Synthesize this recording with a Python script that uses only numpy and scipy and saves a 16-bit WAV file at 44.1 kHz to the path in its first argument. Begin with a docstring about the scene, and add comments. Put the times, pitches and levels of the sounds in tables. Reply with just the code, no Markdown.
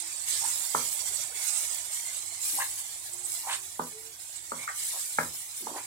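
"""A wide, bubbling sizzle swells and sinks; a spatula knocks and scrapes over a low rumble and a faint rising whine.
Onion masala fries in hot oil in a small kitchen while sauce is poured in and stirred.
Sizzle: random bubble bursts, shaped in spectrum, surge where wet sauce meets bare hot metal; steam jets are noise bands.
Knocks: a contact tone plus damped pan modes. Scrapes: trains of short stick-slip notes. Sauce: short bubble notes.
Burner: low shaped noise. Whine: a gliding sine. Only the spatula excites the modelled room."""
import sys
import numpy as np
from scipy import signal
from scipy.fft import rfft, irfft, next_fast_len
from scipy.io import wavfile
from scipy.ndimage import uniform_filter1d, map_coordinates

SR = 44100
rng = np.random.default_rng(int(sys.argv[2]) if len(sys.argv) > 2 else 0)


def wrap_up_sound(samples):
    """Save the sound to the file named by the first command line argument, as 16-bit audio."""
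    columns = np.atleast_2d(samples).T
    # keep every value between -1 and 1, then stretch to whole-number steps
    tamed = np.clip(columns, -1, 1)
    steps = np.round(tamed * 32767).astype(np.int16)
    wavfile.write(sys.argv[1], SR, steps)


N = 258406

# Burner noise spectrum. Each row: frequency in Hz, relative density in dB per Hz.
RUMBLE_SPECTRUM = [(25, -36), (48, -17), (62, 1), (76, 6.5), (95, 4), (125, 4), (180, -10), (250, -14.5),
                   (340, 2.5), (450, -16.5), (800, -6), (1500, -21), (3000, -20.5)]
BURNER_DB = -64
# Stove shudder: level after the hardest blow, its dB per dB of blow, time to its peak.
SHUDDER_DB, SHUDDER_DB_PER_DB, SHUDDER_PEAK_S = -51, 2.1, 0.048

# Whine glide. Each row: time in seconds, pitch in Hz.
WHINE_PITCH = [(0, 335), (3.03, 339.5), (3.2, 361), (3.72, 391), (4.0, 440), (4.15, 455)]
# Whine swells. Each row: peak time in seconds, half length in seconds, level in dB.
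WHINE_SWELLS = [(0.042, 0.078, -62), (3.197, 0.15, -61), (3.62, 0.11, -67), (3.971, 0.052, -50.5),
                (4.072, 0.059, -57)]

# Room decay. Each row: frequency in Hz, t60 in seconds.
ROOM_DECAY = [(150, 0.23), (1000, 0.2), (3000, 0.16), (12000, 0.061)]
ROOM_DB = -11
WALL_S, WALL_DB = 0.019, -8.5  # nearest wall's echo: delay, level beside the tail

# Level of the big sauce bubbles. Each row: time in seconds, level in dB.
SAUCE_LEVEL = [(0, -60.5), (.6, -56.5), (1.6, -54.5), (2.0, -59.5), (3.3, -61.5), (4.1, -64), (5.86, -66)]
BLUB_HZ, BLUB_OCTAVES, BLUB_CYCLES, BLUBS_PER_S = 901, 0.377, 12.6, 900  # pitch, scatter, life, rate

# Spatula strokes. Each row: start in seconds, length in seconds, level in dB, first pitch in Hz, last pitch in Hz,
# pitch scatter in octaves, share of the stroke at its hardest pressure, closing rasp re stroke in dB,
# rasp pitch in Hz, rasp scatter in octaves.
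SCRAPES = [(0.403, 0.086, -45.5, 835, 953, 0.12, 0.35, -7, 1780, 0.23),
           (1.334, 0.12, -49.5, 2250, 2160, 0.023, 0.38, -17, 906, 0.11),
           (2.521, 0.057, -58, 270, 384, 0.51, 0.13, -8, 700, 0.47),
           (2.568, 0.064, -43.5, 824, 1093, 0.13, 0.47, 6, 1840, 0.095),
           (2.584, 0.05, -46.5, 2870, 2660, 0.051, 0.64, -8, 3530, 0.11),
           (3.425, 0.13, -44, 900, 1050, 0.21, 0.57, 6.5, 2390, 0.55),
           (3.433, 0.1, -45, 857, 954, .13, 0.52, -12, 1270, 0.14),
           (4.535, 0.12, -48, 2140, 2240, 0.039, 0.83, -8, 970, 0.28),
           (4.671, 0.033, -41.5, 2020, 1950, 0.089, 0.43, -12, 717, 0.18),
           (4.918, 0.061, -53, 870, 880, 0.33, 0.33, -18, 1800, 0.53),
           (5.6, 0.066, -54, 352, 240, 0.22, 0.18, -11, 800, 0.37),
           (5.672, 0.07, -49.5, 784, 634, 0.31, 0.26, -5, 405, 0.3),
           (5.728, 0.079, -44, 760, 1086, 0.26, 0.19, -6, 1870, 0.17),
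           (5.734, 0.042, -53, 317, 390, 0.23, 0.27, -5, 584, 0.14)]
RASP_FROM_SHARE, RASP_CLIMB_RATIO = 0.37, 1.123  # rasp onset; it climbs from pitch / ratio to pitch * ratio
SLIPS_PER_S = 2500
JUDDERS_PER_S, JUDDER_DB = 170, 2.5

# Spatula blows. Each row: start in seconds, level in dB, contact pitch in Hz, lowest excited pitch in Hz
# (capped at 1100), highest excited pitch in Hz, thud in dB re blow, ring in dB re blow (before a common offset),
# left minus right of the clack in dB.
KNOCKS = [(0.747, -17, 947, 110, 1880, -1, -4, -8), (0.7478, -21.5, 1305, 1110, 1700, -9, -1, 4),
          (0.756, -26.5, 534, 200, 1200, -10, -13, -3), (2.586, -24.5, 924, 506, 1200, -11, -26, -6),
          (2.601, -27, 1020, 500, 1300, -16, -5, -1), (3.794, -19.5, 928, 100, 1310, 1, -1, -8),
          (4.5172, -27.5, 980, 131, 1320, 6, 3, -3), (4.676, -27, 1320, 1100, 2300, 0, 1, 1),
          (4.688, -29.5, 1550, 1090, 2400, -9, 5.5, 5), (5.1842, -14.5, 1294, 130, 2400, -3.5, -1.5, 3),
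          (5.1846, -18, 890, 497, 1300, -10, -15, -4.5), (5.1852, -18.5, 1650, 1100, 2400, 0, -4, 3),
          (5.6688, -25, 900, 200, 1500, -3.5, -10.5, -6), (5.703, -35, 970, 500, 1300, -5, -14, -6),
          (5.714, -35, 410, 200, 1200, -4, -13, -1)]
# Ringing modes of the loaded pan. Each row: frequency in Hz, mean level in dB, t60 in seconds.
PAN_MODES = [(162.5, -8.5, 0.24), (246.5, -3, 0.23), (292.6, -16, 0.2), (435, -6, 0.23), (503.6, -4, 0.18),
             (618, -5, 0.14), (669, -7, 0.25), (819, -13, 0.15), (910, -1, 0.16), (983, -3.5, 0.24),
             (1195, 9.5, 0.165), (1380, -0.5, 0.12), (1512, 0.5, 0.15), (1820, -3, 0.13), (2440, -8, 0.14)]
# The pan's crowd of heavily damped modes. Each row: frequency in Hz, relative density in dB per Hz.
THUD_SPECTRUM = [(50, -42), (110, -17), (200, -9), (330, -7), (480, 5.5), (640, -1), (750, -14),
                 (920, -0.5), (1100, -6), (1280, 4), (1480, -4), (2350, -2), (2700, -14)]
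# How much later the struck pan reaches the left port. Each row: frequency in Hz, lag in seconds.
PAN_LAG = [(200, 0.00027), (950, 0.00018), (1200, 0.00058), (2000, 0.0004)]
# How the struck pan radiates. Each row: frequency in Hz, left minus right in dB.
PAN_LEAN = [(200, -1.5), (350, 0), (520, -1), (750, -13), (1000, 7), (1300, 4.5), (2000, 0)]
CLACK_RISE_S, CLACK_S = 0.00088, 0.0047
SPATULA_TOP_HZ = 2500

# Steam pockets escaping the paste. Each row: start in seconds, length in seconds, level in dB, centre in Hz,
# half width in Hz.
JETS = [(0.291, 0.11, -36.5, 4360, 1150), (1.132, 0.04, -31, 8050, 500), (2.4, 0.053, -34, 7300, 450),
        (3.122, 0.031, -33.5, 8000, 700), (3.228, 0.049, -30.5, 8040, 800),
        (4.345, 0.047, -37.5, 8060, 800), (4.759, 0.33, -48, 4800, 1380)]

# Small bubbles in the paste. Each row: frequency in Hz, relative density in dB per Hz.
FRYING_SPECTRUM = [(250, -24), (500, -37), (880, -10), (1300, -9.5), (2200, -0.5), (2700, -5), (3500, 0),
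                   (5000, 1), (6200, 3.5), (7500, 7.5), (10000, -21.5)]
# Main hiss. Each row: frequency in Hz, relative density in dB per Hz.
HISS_SPECTRUM = [(4000, -36), (6000, -20), (7000, -5), (7700, 1.5), (8700, 1.5), (9600, -10.5),
                 (11000, -19), (13000, -56)]
# Finest spray. Each row: frequency in Hz, relative density in dB per Hz.
SPRAY_SPECTRUM = [(7000, -29), (9500, 7.5), (11500, 3.5), (12600, 0.5), (13600, 0), (15800, -4.5)]
# Stereo balance of the frying. Each row: frequency in Hz, left minus right in dB.
FRYING_LEAN = [(400, 6), (800, 7), (1400, -0.5), (2300, 3), (3200, -2), (4200, -5), (4900, -10),
               (6000, -10.5)]
# Frying between surges; boiling() offsets the balance. Each row: time in seconds, hiss in dB,
# spray re hiss in dB, left minus right in dB.
SIMMER = [(0, -38.5, -10, -12), (.18, -39.5, -12, -10), (1.32, -57.5, -1.5, -3), (2.3, -39.5, -8.5, -11),
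          (3.1, -43, -3.5, -7.5), (3.6, -47.5, -5, -19), (4.0, -50.5, -1.5, -15), (4.5, -46, -5.5, -11),
          (5.4, -43, -1, -9), (5.86, -44.5, -7, -9)]
# Wet sauce meets bare hot metal; boiling() offsets the balance. Each row: start in seconds, hold in seconds,
# fade time constant in seconds, hiss in dB, spray re hiss in dB, left minus right in dB.
SURGES = [(0.224, 0.21, 0.081, -31.5, -7.5, -12.5), (0.483, 0.46, 0.3, -35, -4, -29),
          (1.035, 0.14, 0.06, -37.5, -29, -8), (1.331, 0.28, 0.26, -33.5, -8.5, -16),
          (1.42, 0.16, 0.044, -38, -5, -18), (1.88, 0.016, 0.12, -38, -5, -4),
          (1.987, 0.14, 0.034, -40.5, -9, -8), (2.395, 0.15, 0.096, -35, -1, -3.5),
          (2.718, 0.029, 0.015, -42.5, -1, -12), (3.229, 0.074, 0.31, -40, -2, -8),
          (3.466, 0.024, 0.0076, -36.5, -24, -12), (4.146, 0.12, 0.029, -49, -3, -4),
          (4.546, 0.027, 0.03, -43.5, -8, -7), (4.722, 0.18, 0.19, -36.5, -2.5, -4.5),
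          (5.545, .005, 0.014, -50, 8, -6)]
SURGE_RISE_S = 0.07
USUAL_HISS_DB = -40
FRYING_DB, FRYING_DB_PER_HISS_DB = -41, 0.77  # level at the usual hiss; how it follows the hiss
PIP_HZ, PIP_OCTAVES, PIP_CYCLES, PIPS_PER_S = 8060, 0.13, 9.2, 400  # ringing oil bubbles: pitch, scatter, life, rate
PIP_DB, SPIT_DB = -5, 7  # pips beside the hiss bursts, spits re hiss
SPUTTER_DB = 0.7
RIPPLE_PER_S = 14  # how fast the bubbling wanders over the pan

TOP_HZ = 15850


def amp(db):
    """Decibels to gain."""
    return 10 ** (np.asarray(db) / 20)


def unit(x):
    """x at rms 1."""
    return x / np.sqrt(np.mean(x ** 2) + 1e-20)


def along(points, hz):
    """Interpolate (Hz, value) points on a log frequency axis."""
    f, v = np.transpose(points)
    return np.interp(np.log(hz + 1), np.log(f + 1), v)


def curves(rows):
    """One value per sample for each column after the time."""
    s, *cols = np.transpose(rows)
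    return [np.interp(np.arange(N) / SR, s, c) for c in cols]


def wobble(knots_per_s):
    """A smooth random curve."""
    knots = rng.standard_normal(int(N * knots_per_s / SR) + 4)
    return map_coordinates(knots, [np.arange(N) * knots_per_s / SR])


def filtered(x, response):
    """x times a response of frequency."""
    size = x.shape[-1]
    m = next_fast_len(size + 8192)
    return irfft(rfft(x, m) * response(np.fft.rfftfreq(m, 1 / SR)), m)[..., :size]


def panned(lean_db):
    """Left and right gains of mean power 1."""
    gains = amp(np.array([[.5], [-.5]]) * lean_db)
    return gains / np.sqrt(np.mean(gains ** 2, axis=0))


def left_lag(hz, lag_s):
    """Phase response that brings a sound to the left port lag_s after the right."""
    return np.exp(np.array([[-1j], [1j]]) * np.pi * hz * lag_s)


def at_ports(x, lean_db, lag_s):
    """A sound from one spot of the pan differs in level and arrival at the two ports."""
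    return filtered(x, lambda hz: left_lag(hz, lag_s)) * panned(lean_db)


def add(track, s, sound):
    """Mix a sound into a track at time s."""
    start = max(round(s * SR), 0)
    part = track[..., start:start + sound.shape[-1]]
    part += sound[..., :part.shape[-1]]


def kitchen(x, delay_s):
    """A diffuse tail, treble dying first, fades in after delay_s; one wall adds a discrete echo."""
    hz, t, z = signal.stft(rng.standard_normal((2, SR // 2)), SR, nperseg=256)
    decay = amp(-60 * t / along(ROOM_DECAY, hz)[:, None])
    tail = signal.istft(z * decay, SR, nperseg=256)[1]
    shared = filtered(tail[0], lambda hz: 1 / (1 + (hz / 700) ** 4))  # long waves reach both ports alike
    tail = shared + filtered(tail, lambda hz: 1 - 1 / (1 + (hz / 700) ** 4))
    tail = tail * np.clip(np.arange(tail.shape[1]) / SR / delay_s - 1, 0, 1)
    diffuse = signal.fftconvolve(x, tail / np.linalg.norm(tail[0]), axes=1)[:, :N]
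    echo = np.pad(x, ((0, 0), (int(WALL_S * SR), 0)))[:, :N]
    return diffuse + amp(WALL_DB) * echo


def stove():
    """Burner turbulence is low-pitched noise; blows on the pan set the stove shuddering, the hardest ones most."""
    t, level = np.arange(N) / SR, amp(BURNER_DB)
    hardest_db = max(db for _, db, *_ in KNOCKS)
    for s, db, *_ in KNOCKS:
        age = np.maximum(t - s, 0) / SHUDDER_PEAK_S
        shudder = amp(SHUDDER_DB + SHUDDER_DB_PER_DB * (db - hardest_db)) * age * np.exp(1 - age)
        level = np.hypot(level, shudder)
    air = rng.standard_normal(N) + 0.39 * rng.standard_normal((2, N))  # mostly common to both ports
    rumble = unit(filtered(air, lambda hz: amp(along(RUMBLE_SPECTRUM, hz))))
    return rumble * level * amp(1.9 * wobble(5.14))


def whine():
    """A thin sine climbs in pitch with a slight waver, coming and going in swells."""
    t = np.arange(N) / SR
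    pitch_hz, = curves(WHINE_PITCH)
    pitch_hz = pitch_hz * (1 + 0.0018 * wobble(29.8))
    level = sum(amp(db) * np.exp(-2 * ((t - s) / half_s) ** 2) for s, half_s, db in WHINE_SWELLS)
    return level * np.sqrt(2) * np.sin(2 * np.pi * np.cumsum(pitch_hz) / SR)


def bubble_notes(rate_per_s, pitch_hz, octaves, life_cycles, spread_db):
    """Single bubbles at random moments, each with a short note that rises slightly; rms 1."""
    count, t = int(rate_per_s * N / SR), np.arange(SR // 50) / SR
    start = rng.integers(N, size=(count, 1))
    scatter = rng.standard_normal((count, 1))
    size = rng.standard_normal((count, 1))
    cycles = t * pitch_hz * 2 ** (octaves * scatter)
    age = cycles / life_cycles
    envelope = np.exp(-age) * (1 - np.exp(-6.7 * age))
    notes = amp(spread_db * size) * np.sin(2 * np.pi * cycles * (1 + age / 45)) * envelope
    return unit(np.bincount((start + np.arange(len(t))).ravel(), notes.ravel(), N)[:N])


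def sauce():
    """Big bubbles burst in the wet sauce, each with a short low note."""
    db, = curves(SAUCE_LEVEL)
    blubs = bubble_notes(BLUBS_PER_S, BLUB_HZ, BLUB_OCTAVES, BLUB_CYCLES, spread_db=5)
    return at_ports(blubs * amp(db), lean_db=-4.5, lag_s=0.0002)


def stick_slip(length_s, first_hz, last_hz, scatter_octaves, crest):
    """The blade sticks and slips; each slip rings briefly at a pitch that slides along the stroke; rms 1."""
    n, t = int(length_s * SR), np.arange(SR // 50) / SR
    where = rng.random((int(length_s * SLIPS_PER_S) + 1, 1))  # share of the stroke
    glide = first_hz * (last_hz / first_hz) ** where
    pitch = glide * 2 ** (scatter_octaves * rng.standard_normal(where.shape))
    cycles = t * pitch
    life_cycles = 4.4 + 0.35 / (scatter_octaves + .01)  # evenly pitched slips ring on as a squeak
    envelope = np.exp(-cycles / life_cycles) * (1 - np.exp(-cycles / 0.47))
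    sign = np.sign(rng.standard_normal(where.shape))
    slips = sign * np.sqrt(pitch) * np.sin(2 * np.pi * cycles) * envelope
    pressure = np.interp(where, [0, crest, 1], [.1, 1, .35])
    grip = rng.standard_normal(size=40)  # the blade judders, gripping unevenly
    judder = np.interp(where * length_s * JUDDERS_PER_S, np.arange(len(grip)), grip)
    slips = slips * pressure * amp(JUDDER_DB * judder)
    return unit(np.bincount(((where * n).astype(int) + np.arange(len(t))).ravel(), slips.ravel()))


def scrapes():
    """Each stroke rubs through the paste; towards its end the edge bites the metal with a climbing rasp."""
    out = np.zeros(N)
    for s, length_s, db, first_hz, last_hz, scatter, crest, rasp_db, rasp_hz, rasp_scatter in SCRAPES:
        add(out, s, amp(db) * stick_slip(length_s, first_hz, last_hz, scatter, crest))
        low_hz, high_hz = rasp_hz / RASP_CLIMB_RATIO, rasp_hz * RASP_CLIMB_RATIO
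        rasp = stick_slip((1 - RASP_FROM_SHARE) * length_s, low_hz, high_hz, rasp_scatter, crest)
        add(out, s + RASP_FROM_SHARE * length_s, amp(db + rasp_db) * rasp)
    return at_ports(out, lean_db=0.0, lag_s=0.00011)


def pan_ring(t):
    """The pan's modes ring down, each at a slightly random level."""
    ring = np.zeros(len(t))
    for hz, db, t60_s in PAN_MODES:
        decay = amp(db + rng.normal(0, 1) - 60 * t / t60_s)
        ring += decay * np.sin(2 * np.pi * (hz * t + rng.random()))
    return ring


def pan_thud(t):
    """Crowded, damped modes as shaped noise: a quick shock, then a short shudder."""
    noise = unit(filtered(rng.standard_normal(len(t)), lambda hz: amp(along(THUD_SPECTRUM, hz))))
    return noise * (amp(-2.0 - 60 * t / 0.025) + amp(-18.0 - 60 * t / 0.23))


def knocks():
    """Each blow gives an abrupt, hollow clack; the pan shudders and rings briefly, damped by the food."""
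    out, t = np.zeros((2, N)), np.arange(SR // 2) / SR
    radiation = lambda hz: panned(along(PAN_LEAN, hz)) * left_lag(hz, along(PAN_LAG, hz))
    for s, db, pitch_hz, low_hz, high_hz, thud_db, ring_db, lean_db in KNOCKS:
        age = np.maximum(t - np.array([[along(PAN_LAG, pitch_hz)], [0]]), 0)
        contact = (1 - np.exp(-age / CLACK_RISE_S)) * np.exp(-(age / CLACK_S) ** 6)
        clack = contact * np.sin(2 * np.pi * pitch_hz * age) * panned(lean_db)
        body = amp(thud_db) * pan_thud(t) + amp(ring_db - 17.5) * pan_ring(t)
        body = filtered(body, radiation) * (1 - np.exp(-t / 0.00093))
        # a soft contact spares the high modes, a glancing one the low
        reach = signal.butter(4, [min(low_hz, 1100), high_hz], "band", fs=SR, output="sos")
        add(out, s, amp(db) * (clack + signal.sosfilt(reach, body)))
    return signal.sosfilt(signal.butter(6, SPATULA_TOP_HZ, fs=SR, output="sos"), out)


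def jets():
    """Steam escapes through a narrow gap with a brief, hissing squeal."""
    out = np.zeros((2, N))
    for s, length_s, db, centre_hz, half_width_hz in JETS:
        n = int(length_s * SR)
        band = lambda hz: 1 / (1 + ((hz - centre_hz) / half_width_hz) ** 4)
        squeal = unit(filtered(rng.standard_normal((2, n)), band))
        add(out, s, amp(db) * squeal * np.sqrt(np.hanning(n)))
    return out * panned(lean_db=-21)


def patchy(x, depth_db, order, size):
    """Random gain patches of size (bins, frames) on frames of order samples."""
    z = signal.stft(x, nperseg=order)[2]
    field = uniform_filter1d(rng.standard_normal(z.shape[1:]), size[0], 0)
    field = unit(uniform_filter1d(field, size[1], 1))
    return signal.istft(z * amp(depth_db * field), nperseg=order)[1][:, :N]


def pan_walls(x, echo_db):
    """Early echoes off the pan's sides ripple the spectrum; they shift as the bubbling wanders."""
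    out, place = x.copy(), np.arange(N) * RIPPLE_PER_S / SR
    for port in range(2):
        for delay in rng.integers(SR // 2000, SR // 250, size=8):  # samples
            knots = rng.standard_normal(size=400)
            strength = np.interp(place, np.arange(len(knots)), knots)
            out[port] += amp(echo_db) * strength * np.roll(x[port], delay)
    return out


def burst_sizes(rate_per_s, spread_db, limit):
    """Sparse impulses at random moments, of exponentially scattered dB size."""
    hits = rng.random(N) < rate_per_s / SR
    return hits * amp(spread_db * np.minimum(rng.exponential(size=N), limit))


def bubbles(spectrum, rate_per_s, spread_db, wash_db, swarm_db):
    """Tiny bursts of unequal size on a wash of countless smaller ones; stereo, rms 1."""
    bursts = unit(burst_sizes(rate_per_s, spread_db, limit=4) * rng.standard_normal((2, N)))
    crowd = bursts + amp(wash_db) * rng.standard_normal((2, N))
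    crowd = patchy(crowd, swarm_db, order=128, size=(7, 5))  # bubbles of one size burst together
    crowd = patchy(crowd, 2.6, order=1024, size=(4, 3))  # narrow bands flicker
    return unit(filtered(pan_walls(crowd, echo_db=-8.0), lambda hz: amp(along(spectrum, hz))))


def spits(rate_per_s, spread_db):
    """Now and then a single drop of water bursts in the oil with a sharp tick."""
    sizes = burst_sizes(rate_per_s, spread_db, limit=2.5)
    t = np.arange(SR // 500) / SR
    crack = rng.standard_normal((2, len(t))) * amp(-60 * t / 0.00058)
    crack = signal.sosfilt(signal.butter(2, 3500, "high", fs=SR, output="sos"), crack)
    return signal.fftconvolve(sizes[None], crack / np.abs(crack).max(), axes=1)[:, :N]


def boiling():
    """Surges rise, hold and fade over the simmer, adding in power; returns stereo hiss and spray levels."""
    t = np.arange(N) / SR
    simmer_db, simmer_spray_db, simmer_lean_db = curves(SIMMER)
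    spots = [(amp(simmer_db), simmer_spray_db, simmer_lean_db)]
    for s, hold_s, fade_s, db, spray_db, lean_db in SURGES:
        rise = np.clip((t - s) / SURGE_RISE_S, 0, 1)
        fall = np.exp(-np.maximum(t - s - SURGE_RISE_S - hold_s, 0) / fade_s)
        spots.append((amp(db) * rise * fall, spray_db, lean_db))
    hiss_power, spray_power = 0, 0
    for level, spray_db, lean_db in spots:
        hiss_power = hiss_power + (level * panned(lean_db - 0.5)) ** 2
        spray_power = spray_power + (level * amp(spray_db) * panned(0.3 * lean_db + 3.5)) ** 2
    return np.sqrt(hiss_power), np.sqrt(spray_power)


def sizzle():
    """Water flashes to steam in the oil: coarse frying, a strong hiss, fine spray and spits."""
    hiss_level, spray_level = boiling()
    vigour = np.sqrt(np.mean(hiss_level ** 2, axis=0)) / amp(USUAL_HISS_DB)
    sputter = amp(SPUTTER_DB * wobble(35))

    frying = bubbles(FRYING_SPECTRUM, rate_per_s=2500, spread_db=3.5, wash_db=9.5, swarm_db=1.0)
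    frying = unit(filtered(frying, lambda hz: panned(along(FRYING_LEAN, hz))))
    frying = frying * amp(FRYING_DB) * vigour ** FRYING_DB_PER_HISS_DB

    pips = np.array([bubble_notes(PIPS_PER_S, PIP_HZ, PIP_OCTAVES, PIP_CYCLES, spread_db=3.5)
                     for port in range(2)])
    hiss = bubbles(HISS_SPECTRUM, rate_per_s=2800, spread_db=2.0, wash_db=-1.0, swarm_db=0.5)
    hiss = unit(amp(PIP_DB) * pips + hiss) * amp(0.96 + SPUTTER_DB * wobble(25.03))

    spray = bubbles(SPRAY_SPECTRUM, rate_per_s=1500, spread_db=-23.0, wash_db=11, swarm_db=1.5)
    spray = spray * amp(3.0 + 0.86 * wobble(21.8))

    ticks = spits(rate_per_s=15, spread_db=-0.5) * amp(SPIT_DB)
    return sputter * (frying + hiss * hiss_level + spray * spray_level) + ticks * hiss_level


def scene():
    """The stove and whine, the spatula in the room, and the sizzling pan."""
    background = stove() + whine()
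    spatula = scrapes() + knocks()
    room = amp(ROOM_DB) * kitchen(spatula, delay_s=0.0078)
    return background + room + sauce() + spatula + jets() + sizzle()


def record(dry):
    """Band limit: nothing passes above TOP_HZ."""
    return filtered(dry, lambda hz: hz < TOP_HZ)


dry = scene()
out = record(dry)
wrap_up_sound(out)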